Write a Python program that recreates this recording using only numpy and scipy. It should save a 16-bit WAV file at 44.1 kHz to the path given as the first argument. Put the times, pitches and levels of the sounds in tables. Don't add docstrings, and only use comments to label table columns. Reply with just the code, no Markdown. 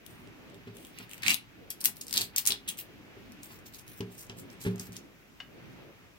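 import sys
import numpy as np
from scipy import signal
from scipy.fft import rfft, irfft, next_fast_len
from scipy.io import wavfile
from scipy.ndimage import uniform_filter1d

SR = 44100
rng = np.random.default_rng(int(sys.argv[2]) if len(sys.argv) > 2 else 0)


def boost_factor(decibels):
    exponent = np.asarray(decibels, float) / 20
    return 10 ** exponent


def pcm_store(signal):
    levels = np.round(np.clip(np.atleast_2d(signal), -1, 1) * 32767)
    wavfile.write(sys.argv[1], SR, levels.astype(np.int16).T)


N = 272524
FAST = 2 * next_fast_len(N // 2 + 64)
PORT_LAG_S = 10 / SR

# [t/s, length/s, level/dB, loudest point/0-1]
PULLS = [(0.045, 0.21, -64.5, 0), (0.733, 0.21, -59, 0.13), (0.924, .12, -57, .43),
         (1.086, 0.12, -57.5, 0.2), (1.217, 0.065, -44.5, 0.9), (1.258, .1, -37.5, 0.2),
         (1.7, .024, -41.5, 0.3), (1.803, .014, -41.5, .2), (1.84, 0.045, -32, 0.34),
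         (1.95, 0.066, -56.5, 0.3), (2.007, 0.028, -44.5, 0.27), (2.064, .056, -56, .6),
         (2.129, .037, -37, 0.9), (2.172, 0.092, -40.5, 0.12), (2.362, 0.037, -30.5, 0.66),
         (2.453, 0.036, -30.5, 0.8), (2.507, 0.031, -42, 0), (2.677, 0.033, -35, 0.04),
         (2.769, 0.055, -45, 0.3)]
# [t/s, length/s, level/dB, extra papery share/dB]
SQUEEZES = [(3.418, 0.063, -53, -7), (3.473, 0.11, -55, -2), (3.649, 0.044, -54, -1),
            (3.723, 0.052, -50.5, -1), (3.779, 0.039, -52, -8), (3.858, 0.1, -51, -5),
            (3.95, 0.062, -53.5, -5), (4.1, 0.088, -56, -12), (4.165, 0.085, -49.5, -7),
            (4.361, 0.065, -52.5, -4.5), (4.498, .058, -61, -10), (4.594, .09, -47, -11.5),
            (4.689, 0.046, -55, -5), (4.78, .1, -50.5, -3.5), (4.916, 0.055, -58.5, -3),
            (4.954, 0.021, -50.5, 2)]
SQUEEZE_TOP = 0.33
# [t/s, length/s, level/dB, loudest point/0-1, extra papery share/dB]
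STROKES = [(*pull, 0) for pull in PULLS]
STROKES += [(s, length_s, db, SQUEEZE_TOP, paper_db) for s, length_s, db, paper_db in SQUEEZES]


def snaps():
    pan_spread_db = 6
    out, t = np.zeros((2, N)), np.arange(512) / SR
    rows = releases()
    envelope = np.minimum(t / .0002, 1) * np.exp(-t / .00035)
    envelope += .4 * (t > .0012) * np.exp(-t / .0013)
    for (s, db, hz, ring_db), noise in zip(rows, rng.standard_normal((len(rows), len(t)))):
        spectrum = rfft(noise * envelope)
        burst = irfft(spectrum / np.sqrt(uniform_filter1d(np.abs(spectrum) ** 2, size=9)))
        crack = band(burst, 4830, 14000)
        shoulder = band(burst, 0.7 * hz, max(1.34 * hz, 5500))
        tape = unit(ring(burst, hz, 0.0026)) + 0.55 * unit(shoulder)
        tape = band(tape, min(0.81 * hz, 2200), 7800, order=3)
        snap = unit(crack) + boost_factor(ring_db + 3.0) * unit(tape)
        snap = snap / np.sqrt(uniform_filter1d(snap ** 2, size=31).max())
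        heard = nearby(boost_factor(db - 8.5) * snap, noise[-48:].reshape(2, -1))
        add(out, s, panned(heard, pan_spread_db * noise[-49]))
    return out


def releases():
    # [t/s, level/dB]
    lift = [(0.0638, -35.5), (.2732, -45), (0.4985, -46.5), (0.544, -42), (.758, -45), (0.7685, -39),
            (.7848, -45), (.8293, -45), (0.8492, -33), (0.9865, -28), (1.0941, -36), (1.1126, -30.5),
            (1.1335, -25.5), (1.143, -32), (1.1794, -37), (1.2219, -30), (1.2317, -21.5), (1.2348, -19.5),
            (1.2634, -14), (1.2698, -19), (1.2813, -6), (1.2946, -10.5), (1.3043, -8.5), (1.3115, -9.5),
            (1.3166, -12), (1.3373, -16), (1.3433, -10)]
    # [t/s, level/dB]
    peel = [(1.7038, -20), (1.7092, -41), (1.8065, -23), (1.813, -23), (1.841, -15), (1.8472, -9.5),
            (1.8558, -3), (1.968, -30), (2.0132, -20.5), (2.0676, -28.5), (2.0814, -24.5), (2.095, -29),
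            (2.1093, -23), (2.1274, -15), (2.1391, -14), (2.1598, -19.5), (2.1713, -9), (2.1768, -4.5),
            (2.2103, -13.5), (2.2157, -13.5), (2.3617, -11.5), (2.382, -8), (2.4538, -18), (2.4632, -14),
            (2.4725, -6), (2.505, -13.5), (2.5205, -11.5), (2.677, -29), (2.6881, -20.5), (2.7727, -33)]
    # [t/s, level/dB]
    creases = [(3.3202, -37.5), (3.4322, -30.5), (3.6654, -42), (3.7462, -33), (3.7952, -35.5),
               (3.589, -43.5), (4.2668, -42.5), (4.5005, -42), (4.781, -39), (4.9214, -37.5),
               (4.7583, -37.5), (4.7962, -24.5), (4.929, -37), (4.9662, -25)]
    # [t/s, level/dB]
    nails = [
        (4.0067, -26.5),
        (4.2965, -30),
    ]
    nail_hz, nail_ring_db = 3100, 18
    lesser_db, lesser_spread_db = 8, 3.5
    lesser = []
    for s, length_s, db, top, _ in STROKES:
        snap_s = s + (top + rng.random()) / 2 * length_s
        lesser.append((snap_s, db + lesser_db + lesser_spread_db * rng.standard_normal()))
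    rows = [(s, db, *tape_at(s)) for s, db in [*lift, *peel, *creases, *lesser]]
    return rows + [(s, db, nail_hz, nail_ring_db) for s, db in nails]


def rustle():
    pan_db, all_paper_db = -8, -1.5
    sizes = (rng.random(N) < 1500 / SR) * boost_factor(3.5 * rng.exponential(size=N))
    grain = signal.lfilter([1], [1, -np.exp(-1 / (0.0018 * SR))], sizes) + 0.46
    grain = grain * rng.standard_normal(N) * boost_factor(1.65 * walk(60))
    crisp = unit(band(grain, 5900, 17030))
    out = np.zeros((2, N))
    scatter = rng.standard_normal((len(STROKES), 2, 24))
    for (s, length_s, db, top, paper_db), taps in zip(STROKES, scatter):
        u = np.linspace(0, 1, int(1.106 * length_s * SR))
        span = slice(int(s * SR), int(s * SR) + len(u))
        swell = np.sin(np.pi / 2 * np.interp(u, [0, np.clip(top, .05, .9), 1], [0, 1, 0]))
        hz, ring_db = tape_at(s + u * length_s)
        lo_hz, hi_hz = min(0.73 * hz.mean(), 2300), max(1.34 * hz.mean(), 4500)
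        paper = unit(band(grain[span], lo_hz, hi_hz, order=3))
        stroke = boost_factor(db) * swell * (crisp[span] + boost_factor(all_paper_db + paper_db + ring_db) * paper)
        add(out, s, panned(nearby(stroke, taps), pan_db))
    return out


def tape_at(s):
    # [t/s, ring f/Hz, papery ring over crisp crack/dB]
    free_end = [(.9, 3520, -2.5), (.97, 2510, 5.5), (1.12, 2950, -2.5), (1.17, 2500, -3), (1.22, 2280, 8.5),
                (1.31, 2680, 6.5), (1.343, 3880, 0), (1.7, 7200, -8), (2.02, 6350, -5.5),
                (2.13, 5100, -0.5), (2.175, 4300, 6), (2.23, 4960, -1.5), (2.36, 6860, -2.5),
                (2.475, 6750, -4), (2.505, 3780, 10), (2.68, 3600, -3.5), (2.8, 3720, -2), (3.4, 6700, 0)]
    times, hz, ring_db = np.transpose(free_end)
    return np.interp(s, times, hz), np.interp(s, times, ring_db)


def nearby(x, taps):
    share = .45
    paths = share * taps * np.exp(-np.arange(taps.shape[1]) / 8)
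    paths[:, 0] = 1
    return signal.fftconvolve(x[None], paths / np.linalg.norm(paths, axis=1, keepdims=True), axes=1)


def knocks():
    # [t/s, peak level/dB, slap level/dB, contact/s]
    hand = [(0.271, -44.5, -20, 0.0011), (0.539, -44, -17, 0.0012), (0.671, -37, -8, 0.0017),
            (0.999, -44, 4, 0.0024), (1.279, -47, 12, 0.0036), (1.88, -46.5, 8, 0.0029),
            (2.2, -41, 6.5, 0.0019), (2.499, -37.5, 1, 0.0026), (3.167, -45, -14, 0.0012),
            (3.502, -50.5, 6, 0.0021), (4.004, -26, -10, 0.0023), (4.296, -40.5, 1, 0.0022),
            (4.451, -62, -11, 0.0028), (4.649, -30.5, -2, 0.0015), (4.663, -19.5, -9, 0.0025),
            (4.799, -37.5, -7, 0.0031), (4.891, -39.5, -23, 0.0026)]
    # [f/Hz, level/dB, t60/s]
    table_modes = [(113.2, -1, 0.29), (184.9, -6, 0.29), (246.7, 0.5, .2), (309, -5.5, .2),
                   (398.2, 4, 0.17), (435, -1.5, .14), (566, -3, .12), (840, -2.5, .13)]
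    out, t = np.zeros(N), np.arange(SR // 3) / SR
    chance = rng.standard_normal((len(hand), len(t)))
    for (s, db, slap_db, contact_s), noise in zip(hand, chance):
        push = np.sin(np.pi * np.minimum(t / max(contact_s, .0005), 1)) * (1 + .5 * noise)
        push += 0.17 * noise * np.exp(-t / 0.008)
        thud = 0
        for k, (hz, mode_db, t60) in enumerate(table_modes):
            spot_db = 1.5 * noise[-k - 1]
            thud = thud + boost_factor(mode_db + spot_db) * ring(push, hz, t60)
        thud = band(thud, 105, 1650)
        slap = band(noise, 600, 3010) * np.exp(-t / 0.015) * np.minimum(t / 0.0028, 1)
        knock = thud / np.abs(thud).max() + boost_factor(slap_db) * slap / np.abs(slap).max()
        add(out, s, boost_factor(db) * knock)
    return out


def pen():
    # [f/Hz, level/dB, t60/s]
    pen_modes = [(743, -17, .03), (1086, -12, 0.0092), (1630, -2, 0.015), (2040, -0.5, .01),
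                 (2500, -6, 0.021), (2910, 8.5, 0.011), (3600, 1.5, .01), (4580, -4, 0.007)]
    pen_s, pen_db = 5.401, -30
    out, t = np.zeros(N), np.arange(SR // 4) / SR
    tick = rng.standard_normal(len(t)) * np.minimum(t / 0.0022, 1)
    tick = tick * (np.exp(-t / 0.0025) + 0.27 * np.exp(-t / 0.011))
    body = sum(boost_factor(db) * ring(tick, hz, t60) for hz, db, t60 in pen_modes)
    body = band(body, 600, 6800)
    add(out, pen_s, boost_factor(pen_db) * body / np.abs(body).max())
    return out


def creak():
    # [t/s, f/Hz, level/dB]
    joint = [
        (3.1, 293.5, -78.5),
        (3.106, 296.4, -72.5),
        (3.164, 305, -55.5),
        (3.352, 307.2, -55),
        (3.398, 286, -58.5),
        (3.424, 272.2, -72),
        (3.45, 280, -73),
    ]
    hz, db = curves(joint)
    t = np.arange(N) / SR
    on = uniform_filter1d(1. * (t > joint[0][0]) * (t < joint[-1][0]), 1500)
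    grip = walk(30)
    phase = 2 * np.pi * np.cumsum(hz * (1 + .02 * grip)) / SR
    return on * boost_factor(db + 3.0 * grip) * np.sin(phase)


def echoes(x, db):
    # [f/Hz, t60/s]
    wash_t60 = [(500, 0.29), (2000, 0.2), (5000, 0.17), (12000, 0.12)]
    t = np.arange(SR // 3) / SR
    noise, tail = rfft(rng.standard_normal((3, len(t)))), 0
    for hz in 125 * 2. ** np.arange(8):
        like = np.clip(900 / hz, 0, .95)
        pair = np.sqrt(like) * noise[0] + np.sqrt(1 - like) * noise[1:]
        tail = tail + octave(pair, hz) * boost_factor(-60 * t / at(wash_t60, hz))
    tail = tail * np.minimum(t / .003, 1)
    return boost_factor(db) * signal.fftconvolve(x[None], tail / np.sqrt(np.sum(tail ** 2) / 2), axes=1)[:, :N]


def whistle():
    # [start t/s, end t/s, f/Hz, width/Hz, level/dB]
    gap = (5.52, 6.0, 6080, 300, -80)
    start_s, end_s, hz, width_hz, db = gap
    u = np.clip((np.arange(N) / SR - start_s) / (end_s - start_s), 0, 1)
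    hiss = band(rng.standard_normal((2, N)), hz - width_hz / 2, hz + width_hz / 2)
    return boost_factor(db) * np.sin(np.pi * u) ** .5 * unit(hiss)


def room(shake):
    # [t/s, rumble level/dB]
    stir = [(0, -62.5), (.14, -54.5), (.57, -56.5), (1.2, -58), (1.46, -59.5), (2.6, -59), (3.05, -56),
            (3.39, -55.5), (4.03, -59), (4.2, -57.5), (4.8, -54), (5.18, -62), (5.42, -61), (5.61, -55.5),
            (5.8, -55.5), (6.02, -58.5), (6.18, -62)]
    # [f/Hz, level per Hz/dB]
    colour = [(25, -31), (38, -11), (60, -12), (85, -4), (120, -2), (300, -2.5), (500, -11.5),
              (1000, -13.5), (2500, -12), (4000, -21.5), (6000, -29), (9000, -39.5), (13000, -34),
              (16000, -33.5)]
    # [f/Hz, share/0-1]
    likeness = [(60, 0.4), (200, 0.35), (500, 0.32), (1500, 0.27), (3000, 0.22), (8000, 0)]
    hiss_db, mains_hz, mains_db = -71, 49, -72.5
    air_db, air_follows = -61.5, 0.75
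    shake_rumble_db, shake_air_db = -21.5, -17.5
    rumble_db, = curves(stir)
    rumble = np.hypot(boost_factor(rumble_db), boost_factor(shake_rumble_db) * shake)
    air = np.hypot(boost_factor(air_db + air_follows * (rumble_db + 57)), boost_factor(shake_air_db) * shake)

    hz = np.maximum(np.fft.rfftfreq(FAST, 1 / SR), 1)
    common, own = rfft(rng.standard_normal(FAST)), rfft(rng.standard_normal((2, FAST)))
    like = np.clip(at(likeness, hz), 0, 1)
    both = common * np.exp(-2j * np.pi * hz * PORT_LAG_S * 0.74 * np.array([[0], [1]]))
    noise = (np.sqrt(like) * both + np.sqrt(1 - like) * own) * boost_factor(at(colour, hz))
    layers = np.zeros((3, 2, N))
    for centre in 30 * 2. ** np.arange(10):
        flicker_db = 2.6 if centre < 600 else 1.
        layer = int(centre > 600) + int(centre > 5000)
        layers[layer] += octave(noise, centre)[:, :N] * boost_factor(flicker_db * walk(14))
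    hum = 2 ** .5 * boost_factor(mains_db) * np.sin(2 * np.pi * mains_hz * np.arange(N) / SR)
    return hum + sum(unit(x) * gain * boost_factor(3.0) for x, gain in zip(layers, (rumble, air, boost_factor(hiss_db))))


def ports(pair):
    # [f/Hz, left minus right level/dB]
    shading = [(1000, 0), (4000, 0), (7500, 2), (10500, 9), (14000, 13)]
    hz = np.maximum(np.fft.rfftfreq(FAST, 1 / SR), 1)
    tilt = boost_factor(at(shading, hz) / 2)
    return irfft(rfft(pair, FAST) * [tilt, np.exp(-2j * np.pi * hz * PORT_LAG_S) / tilt])[:, :N]


def unit(x):
    return x / np.sqrt(np.mean(x ** 2))


def curves(table):
    s, *columns = np.transpose(table)
    return [np.interp(np.arange(N) / SR, s, c) for c in columns]


def at(table, hz):
    table_hz, values = np.transpose(table)
    return np.interp(np.log(hz), np.log(table_hz), values)


def band(x, lo_hz, hi_hz, order=2):
    sos = signal.butter(order, [lo_hz, min(hi_hz, .48 * SR)], "band", fs=SR, output="sos")
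    return signal.sosfilt(sos, x)


def octave(spectrum, centre_hz):
    hz = np.maximum(np.linspace(0, SR / 2, spectrum.shape[-1]), 1)
    return irfft(spectrum * np.cos(np.pi / 2 * np.clip(np.log2(hz / centre_hz), -1, 1)) ** 2)


def ring(x, hz, t60):
    pole = np.exp(2j * np.pi * hz / SR - np.log(1000) / (t60 * SR))
    return signal.lfilter([1], [1, -pole], x).imag


def walk(rate):
    k = int(SR / rate)
    held = np.repeat(rng.standard_normal(N // k + 1), k)
    return 1.3 * uniform_filter1d(uniform_filter1d(held, k), k)[:N]


def add(out, s, x):
    i = int(s * SR)
    out[..., i:i + x.shape[-1]] += x[..., :N - i]


def panned(x, pan_db):
    return x * boost_factor(np.array([pan_db, -pan_db]).reshape(2, -1) / 2)


def scene():
    tape = snaps() + rustle()
    tape = tape + echoes(tape.mean(axis=0), -5)
    shake = np.sqrt(uniform_filter1d(band(tape.mean(axis=0), 1900, 5500) ** 2, size=2500) + 1e-12)
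    table = knocks() + creak()
    table = table + echoes(table, -8)
    tick = pen()
    tick = panned(tick, 4.8) + echoes(tick, -5.5)
    return ports(tape + table) + tick + room(shake) + whistle()


def band_limit(x):
    return signal.sosfilt(signal.butter(12, 17160, fs=SR, output="sos"), x)


def record(dry):
    top_hz = 15850
    mix = signal.sosfilt(signal.ellip(8, .2, 40, top_hz, fs=SR, output="sos"), dry)
    return band_limit(mix)


dry = scene()
out = record(dry)
pcm_store(out)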